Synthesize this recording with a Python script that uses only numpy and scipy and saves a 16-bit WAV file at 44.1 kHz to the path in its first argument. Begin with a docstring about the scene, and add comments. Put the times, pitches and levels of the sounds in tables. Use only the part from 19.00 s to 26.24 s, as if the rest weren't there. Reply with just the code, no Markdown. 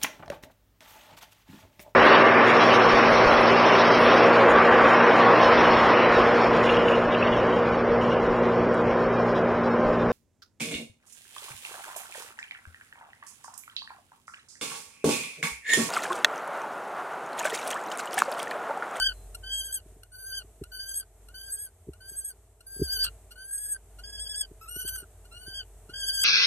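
"""A small falcon begs close by in twelve wails: harmonic stacks on an arch of pitch, cut into swoops by catches.
Most calls follow a tiny chirp and grow louder; some break into a rasp of noise-modulated harmonics.
The bird sits on a perch inside a parked car: its voice arrives directly, off glass and off trim.
Soft knocks ring as decaying modes over a wavering low drone and a faint hiss of shaped noise.
A thin, steady-level whistle sounds once as the first call ends."""
import sys
import numpy as np
from scipy import signal
from scipy.fft import rfft, irfft
from scipy.io import wavfile
from scipy.ndimage import uniform_filter1d

SR = 44100
rng = np.random.default_rng(int(sys.argv[2]) if len(sys.argv) > 2 else 0)


def transcribe(signal):
    """Save signal, clipped to [-1, 1], as a 16-bit WAV file at the path in sys.argv[1]."""
    frames = np.atleast_2d(signal).T
    limited = np.clip(frames, -1, 1)
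    pcm = np.round(limited * 32767).astype(np.int16)
    wavfile.write(sys.argv[1], SR, pcm)


N = 319310
TIME, FREQ = np.arange(N) / SR, np.arange(N // 2 + 1) * SR / N

# Harmonics 1 to 9 of the voice, before the resonances: level_db, share_of_brightness, share_of_gape
HARMONICS = [(-11, -1.04, 0.2), (-7, -1.335, 2), (-9.5, -0.92, 0.94), (-11.5, -0.22, 0.44),
             (-10, 0.17, 0.39), (-7.5, -0.21, -0.55), (-11.5, 0.29, 0.11), (-3.5, 0.5, -0.14),
             (-5.5, -.2, -.3)]


def undb(db):
    """Amplitude ratio: a gain of ten for every 20 decibels."""
    return 10 ** (np.asarray(db) / 20)


def unit(x):
    """Power normalization: scale to rms 1."""
    return x / np.sqrt(np.mean(x ** 2))


def wander(hz):
    """Band-limited random modulation: smoothed noise of spread 1, no faster than about hz."""
    step = int(SR / (2 * hz))
    held = np.repeat(rng.standard_normal(N)[:N // step + 1], step)
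    ramped = uniform_filter1d(held, step)
    smooth = uniform_filter1d(ramped, step // 2 + 1)
    return unit(smooth[:N])


def ease(x):
    """Raised-cosine transition: a smooth step from 0 to 1 avoids clicks."""
    return np.sin(np.pi / 2 * np.clip(x, 0, 1)) ** 2


def harmonic_stack(hz, gains):
    """Fourier synthesis: harmonics of one pitch share a phase, each with its own rms gain."""
    phase = 2 * np.pi * np.cumsum(hz) / SR
    return np.sqrt(2) * sum(gain * np.sin((k + 1) * phase) for k, gain in enumerate(gains))


def reflections(t60):
    """Exponential reverberant decay: spectrum of a dense, fading train of echoes with energy 1."""
    decay = np.exp(-np.log(1000) * np.minimum(TIME / t60, 10))
    echoes = unit(rng.standard_normal(N) * decay)
    return rfft(echoes) / np.sqrt(N)


def cabin(drift=.04, swell=0.6, side_hz=3500):
    """Frequency modulation and noise filtering: a wavering drone, and a hiss that swells with it."""
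    # Level of the drone over time: time_s, level_db
    drone_levels = [(0.0, -42.5), (0.4, -47), (0.84, -55.5), (0.88, -50), (1.12, -62), (1.38, -52.5),
                    (2.12, -58.5), (2.24, -53), (2.6, -58.5), (3.16, -57), (3.26, -62.5), (3.36, -56.5),
                    (3.6, -63), (4.02, -44.5), (4.54, -62), (4.98, -50), (5.48, -53), (7.2, -50.0)]
    # Relative spectrum of the hiss: frequency_hz, density_db (per Hz)
    air_spectrum = [(25, -34.5), (50, -8.5), (90, 6), (140, -16), (300, -19.5), (440, -7.5), (530, -22.5),
                    (620, -10.5), (1000, -24), (2500, -31.5), (5000, -38.5), (8200, -23), (10000, -29.5),
                    (13000, -30)]
    drone_hz, mean_air_db = 49.7, -57
    db = np.interp(TIME, *np.transpose(drone_levels))
    unsteady_db = 2.2 * wander(6)
    drone_pitch = drone_hz * (1 + drift * wander(3.3))
    drone = harmonic_stack(drone_pitch, [undb(db + unsteady_db)])

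    hz, density_db = np.transpose(air_spectrum)
    colour = undb(np.interp(np.log(FREQ + 1), np.log(hz), density_db)) * ease(FREQ / hz[0])
    mid, side = rfft(rng.standard_normal((2, N))) * colour
    # the hiss's side part shrinks below side_hz, so its bass is nearly the same on both sides
    side = side * np.minimum(FREQ / side_hz, 1) ** 2
    air = unit(irfft(np.array([mid + side, mid - side]), N))
    return drone + air * undb(mean_air_db + swell * (db - db.mean()))


def whistle(centre_s=0.178, length_s=0.21, hz=4100, db=-72):
    """Pure-tone radiation: one faint sinusoid of slightly unsteady pitch, as the first call ends."""
    envelope = ease(2 - 4 * np.abs(TIME - centre_s) / length_s)
    return harmonic_stack(hz * (1 + .006 * wander(120)), [undb(db) * envelope])


def knocks(contact_s=0.012, damp_hz=560):
    """Modal impact response: padded blows give a brief thud, then the cabin's decaying boom."""
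    # Soft knocks: time_s, peak_db
    knock_events = [(0.854, -46.5), (0.915, -52), (0.958, -47.5), (1.439, -47.5), (1.61, -29), (2.865, -43),
                    (2.881, -29), (3.11, -50), (3.758, -42), (3.791, -28), (3.812, -15), (5.507, -40.5),
                    (5.757, -37), (5.842, -39.5), (6.02, -43.5), (6.472, -40.5), (6.887, -40)]
    # Modes excited by a blow, relative levels before damping: frequency_hz, level_db, t60_s
    thud_modes = [(67, -12.5, 0.19), (137.2, 5.5, 0.031), (296.5, 4.5, 0.029), (396.6, 7, 0.032)]
    blows, t = np.zeros(N), TIME[:SR // 2]
    for s, db in knock_events:
        blows[int(s * SR)] += undb(db)
    ring = np.zeros(len(t))
    for hz, db, t60 in thud_modes:
        decay = np.exp(-np.log(1000) * t / t60)
        ring += undb(db) * np.sin(2 * np.pi * hz * t) * decay
    # a padded contact starts gradually and passes little treble
    padding = signal.butter(6, damp_hz, fs=SR, output="sos")
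    ring = signal.sosfilt(padding, ring * ease(t / contact_s))
    return signal.fftconvolve(blows, ring / np.abs(ring).max())[:N]


def chirps(start_hz=1390, rise=0.076, length_s=0.042, fall_db=-7):
    """Spectral decay in a rising squeak: a bright, scratchy start leaves the lowest harmonics dominant."""
    # Chirps before calls, levels before envelope and resonances: start_s, treble_db, body_db, bright_s
    chirp_events = [(0.345, -41, -69, 0.0083), (1.032, -48, -66, 0.004), (1.637, -44.5, -56.5, 0.0037),
                    (2.285, -52.5, -56, 0.004), (2.932, -55.5, -62, 0.0059), (3.604, -56, -70, 0.0082),
                    (4.306, -50.5, -64, 0.018), (4.984, -55, -52, 0.015), (6.246, -61.5, -64.5, 0.014),
                    (6.89, -58, -48.5, 0.014)]
    out, scatter = np.zeros(N), .03 * wander(1100)
    for s, treble_db, body_db, bright_s in chirp_events:
        span = (TIME > s) & (TIME < s + length_s)
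        t = TIME[span] - s
        body = undb(body_db) * np.sin(np.pi * t / length_s) * np.exp(-t / length_s)
        spark = t / bright_s * np.exp(1 - (t / bright_s) ** 2)
        gains = []
        for k, (level_db, *_) in enumerate(HARMONICS):
            gains.append(body * undb(fall_db * k) + spark * undb(treble_db + level_db))
        pitch = start_hz * (1 + rise * t / length_s + (spark + .1) * scatter[span])
        out[span] += harmonic_stack(pitch, gains)
    return out


def gesture(call, t):
    """Coupled vocal control: effort moves level, brightness and gape along an arch broken by catches.

    Returns pitch in Hz, level, brightness and gape in dB, and the release from 0 to 1.
    """
    # The voice catches, then swoops up again; accent and extra gape belong to the next swoop:
    # time_s, pitch_drop_hz, accent_db, extra_gape_db
    catch_events = [(0.019, 64, 3.5, -0.5), (0.094, 47, 7.5, -4.5), (0.499, 8, 8, 5.5),
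                    (0.624, 82, -1, 1.5), (0.7, 84, -3.5, 2), (1.172, 36, 2, -6.5), (1.242, 56, 2, -6.5),
                    (1.322, 55, -2, 0), (1.782, 48, -5, -1), (1.855, 44, -3, -5), (1.925, 43, -4, -6.5),
                    (2.423, 28, -2, -0.5), (2.496, 69, 2.5, -7.5), (2.573, 52, -0.5, -2),
                    (3.066, 30, 4, -1.5), (3.146, 68, 4, -0.5), (3.223, 84, -4.5, 2.5),
                    (3.817, 18, -1, 2.5), (3.888, 76, -2.5, 3), (3.981, 65, -8, 0.5), (4.443, 25, 3, -7),
                    (4.507, 14, 6, -6.5), (4.578, 34, 3.5, -1), (4.67, 50, -1, -2.5), (5.11, 32, -0.5, 0),
                    (5.187, 74, 0.5, 0.5), (5.27, 87, 0.5, -0.5), (5.348, 94, 2.5, -3),
                    (5.668, 128, 3.5, 1), (5.756, 39, 6, 3), (5.836, 61, 1.5, 3), (5.909, 33, -5.5, 0.5),
                    (5.988, 92, -10, -0.5), (6.386, 28, 3.5, -6), (6.45, 69, 0.5, -9.5),
                    (6.526, 53, 1, -10), (7.043, 59, 2.5, -4), (7.108, 67, -2.5, -6.5),
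                    (7.19, 37, -3.5, -6)]
    catch_s, catch_db_per_hz = .017, 0.0837  # half length; a deeper catch weakens the voice more
    onset_s, onset_db, scoop = 0.033, 5, 0.0339  # starts soft, and flat by this share of the pitch
    release_s, release_db, sag = 0.0571, 37, .09  # dies away and sags by this share as the air runs out
    bright_per_db, gape_per_db = 0.8818, 0.263  # effort brightens the voice and opens the beak
    slew_s = 0.022  # time to go from one swoop's accent to the next

    start, end, hz0, hz_mid, hz1, db0, db1, bright0, bright1, gape0, gape1, _ = call
    along = np.clip((t - start) / (end - start), 0, 1)
    onset = np.exp(-np.maximum(t - start, 0) / onset_s)
    ending = ease(1 - (end - t) / release_s)
    drop, accent, wider = np.zeros((3, len(t)))
    for s, drop_hz, accent_db, gape_db in catch_events:
        if start < s < end:
            after = ease((t - s) / slew_s + .5)
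            drop = drop + drop_hz * np.exp(-((t - s) / catch_s) ** 2)
            accent = accent + after * (accent_db - accent)
            wider = wider + after * (gape_db - wider)
    arch = np.polyval(np.polyfit([0, .5, 1], [hz0, hz_mid, hz1], 2), along)
    effort = accent - catch_db_per_hz * drop - onset_db * onset - release_db * ending ** 2
    pitch = arch * (1 - scoop * onset - sag * ending) - drop
    level = db0 + (db1 - db0) * along + effort
    bright = bright0 + (bright1 - bright0) * along + bright_per_db * effort
    gape = gape0 + (gape1 - gape0) * along + gape_per_db * effort + wider
    return pitch, level, bright, gape, ending


def calls(flutter_db=2.0, swell_db=2.0):
    """Frequency and amplitude modulation of harmonics: wails fray as pitch sags and the air runs out."""
    # Calls, each along an arch of pitch; levels are before effort, harmonic levels and resonances:
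    # start_s, end_s, start_pitch_hz, middle_pitch_hz, end_pitch_hz, start_level_db, end_level_db,
    # start_brightness_db, end_brightness_db, start_gape_db, end_gape_db, third_harmonic_ring_db
    call_events = [(0, 0.127, 1620, 1602, 1653, -32, -43, -4, -6, -1, 8.5, -4),
                   (0.435, 0.806, 1563, 1621, 1602, -53.5, -23.5, -7.5, 22.5, 2, 1, -5.5),
                   (1.118, 1.428, 1515, 1580, 1575, -52.5, -29.5, -2, 9, -8.5, 4, 3),
                   (1.718, 2.038, 1549, 1595, 1642, -41.5, -25.5, 1, 23, -2, 8, 2),
                   (2.343, 2.692, 1551, 1632, 1667, -45, -30.5, 2.5, 19.5, -2, 0.5, 1),
                   (3.005, 3.335, 1546, 1640, 1627, -55, -27, -1.5, 25.5, -3, -2.5, -0.5),
                   (3.666, 4.09, 1597, 1592, 1537, -47, -18, 8, 16.5, -14.5, 7, 9),
                   (4.356, 4.769, 1509, 1650, 1675, -54.5, -25.5, -5, 15.5, -5, -4, -2),
                   (5.037, 5.456, 1650, 1689, 1698, -49.5, -34, -3.5, 10.5, -2.5, 8, 9),
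                   (5.612, 6.043, 1338, 1517, 1538, -52.5, -23.5, -10, 18.5, -6.5, 2.5, -9),
                   (6.313, 6.634, 1377, 1556, 1625, -59, -40.5, -7, 6, -0.5, 17.5, 2.5),
                   (6.937, 7.329, 1621, 1614, 1565, -44.5, -12.5, -2, 22.5, -0.5, 16.5, 5)]
    # The voice breaks up: centre_s, half_length_s, roughness (dimensionless)
    rasp_events = [(2.017, 0.027, 0.015), (2.666, 0.014, 0.025), (3.31, 0.011, 0.012), (4.053, 0.02, 0.072),
                   (4.763, 0.012, 0.022), (5.26, 0.057, 0.0017), (5.855, 0.33, 0.0037),
                   (5.819, 0.014, 0.014), (5.883, 0.0069, 0.068), (5.963, 0.0067, 0.072),
                   (6.326, 0.047, .007)]
    edge_s, grain_db = .008, 1.4  # fade at each edge; fast flutter of single harmonics
    waver, jitter = .0025, .0018  # slow and fast pitch scatter, as shares of the pitch
    loose, torn, shaky = .024, .085, .7  # release roughness; fraying scale; pitch scatter per roughness

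    out, drift, scatter = np.zeros(N), wander(110), wander(380)
    rasp = sum(size * np.exp(-((TIME - s) / length) ** 2) for s, length, size in rasp_events)
    # the harmonics flutter together, and each flutters and swells on its own
    shared_flutter = flutter_db * wander(60)
    own_flutter = np.array([grain_db * wander(130) + swell_db * wander(14) for _ in HARMONICS])
    flutter = shared_flutter + own_flutter
    turbulence = np.array([wander(330) for _ in HARMONICS])
    number = np.arange(len(HARMONICS))[:, None] + 1
    third = number == 3
    for call in call_events:
        start, end, *_, ring_db = call
        span = (TIME > start - edge_s / 2) & (TIME < end + edge_s / 2)
        t = TIME[span]
        hz, db, bright, gape, ending = gesture(call, t)
        rough = loose * ending ** 2 + rasp[span]
        hz = hz * (1 + waver * drift[span] + (jitter + shaky * rough) * scatter[span])
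        # a rough voice trades tone for a noisy skirt, the upper harmonics first
        fray = np.tanh(number * rough / torn)
        skirt = np.sqrt(1 - fray ** 2) + fray * turbulence[:, span]
        gate = ease((t - start) / edge_s + .5) * ease((end - t) / edge_s + .5)
        steady = np.array([db + base + b * bright + g * gape for base, b, g in HARMONICS])
        steady = steady + ring_db * third
        out[span] += gate * harmonic_stack(hz, undb(steady + flutter[:, span]) * skirt)
    return out


def falcon(trim_db=-6.5):
    """Source, filter and multipath: the voice meets two ports directly, off glass and dully off trim."""
    # Peaks and dips on the way from throat to microphone: centre_hz, width_hz, gain_db
    voice_resonances = [(1540.5, 88, 11.5), (3187, 57, 6.5), (4673, 280, 12), (7550, 858, -34.5),
                        (8124, 455, 15.5), (8505, 1590, 10), (11330, 990, 1), (13260, 1280, -32.5)]
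    # Phase lead of the left microphone port over the right: frequency_hz, lead_rad
    port_lead = [(1600, 0.32), (3200, 1.58), (4700, 2.748), (6400, 6.46), (8100, 7.65), (10200, 9.59),
                 (12000, 12.4)]
    glass_db, glass_t60, trim_t60, dull_hz = -16, .035, .05, 7000  # decay times in s
    colour_db = sum(db / (1 + (2 * (FREQ - hz) / width) ** 2) for hz, width, db in voice_resonances)
    voice = rfft(calls() + chirps()) * undb(colour_db)
    lead = np.interp(FREQ, *np.transpose(port_lead))
    glass = undb(glass_db) * reflections(glass_t60)
    # half the phase lead goes to each port, with opposite signs
    near = (1 + glass) * np.exp(.5j * np.array([lead, -lead]))
    trim = np.array([reflections(trim_t60) for _ in range(2)])
    far = undb(trim_db) * trim / np.sqrt(1 + (FREQ / dull_hz) ** 2)
    # the paths are kept to a tenth of a second, with a little lead-in for the nearer port
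    lead_in = 64  # samples
    paths = np.roll(irfft(near + far, N), lead_in, axis=1)[:, :SR // 10]
    heard = signal.fftconvolve(irfft(voice, N)[None], paths, axes=1)
    return heard[:, lead_in:N + lead_in]


def scene():
    """Linear superposition: the pressures of bird, knocks, cabin and whistle add."""
    return falcon() + knocks() + cabin() + whistle()


def record(dry):
    """Band limitation: the phone cuts the top with a steep elliptic low-pass."""
    top_hz = 13000
    lowpass = signal.ellip(8, .2, 70, top_hz, fs=SR, output="sos")  # ripple and stopband in dB
    return signal.sosfilt(lowpass, dry)


dry = scene()
out = record(dry)
transcribe(out)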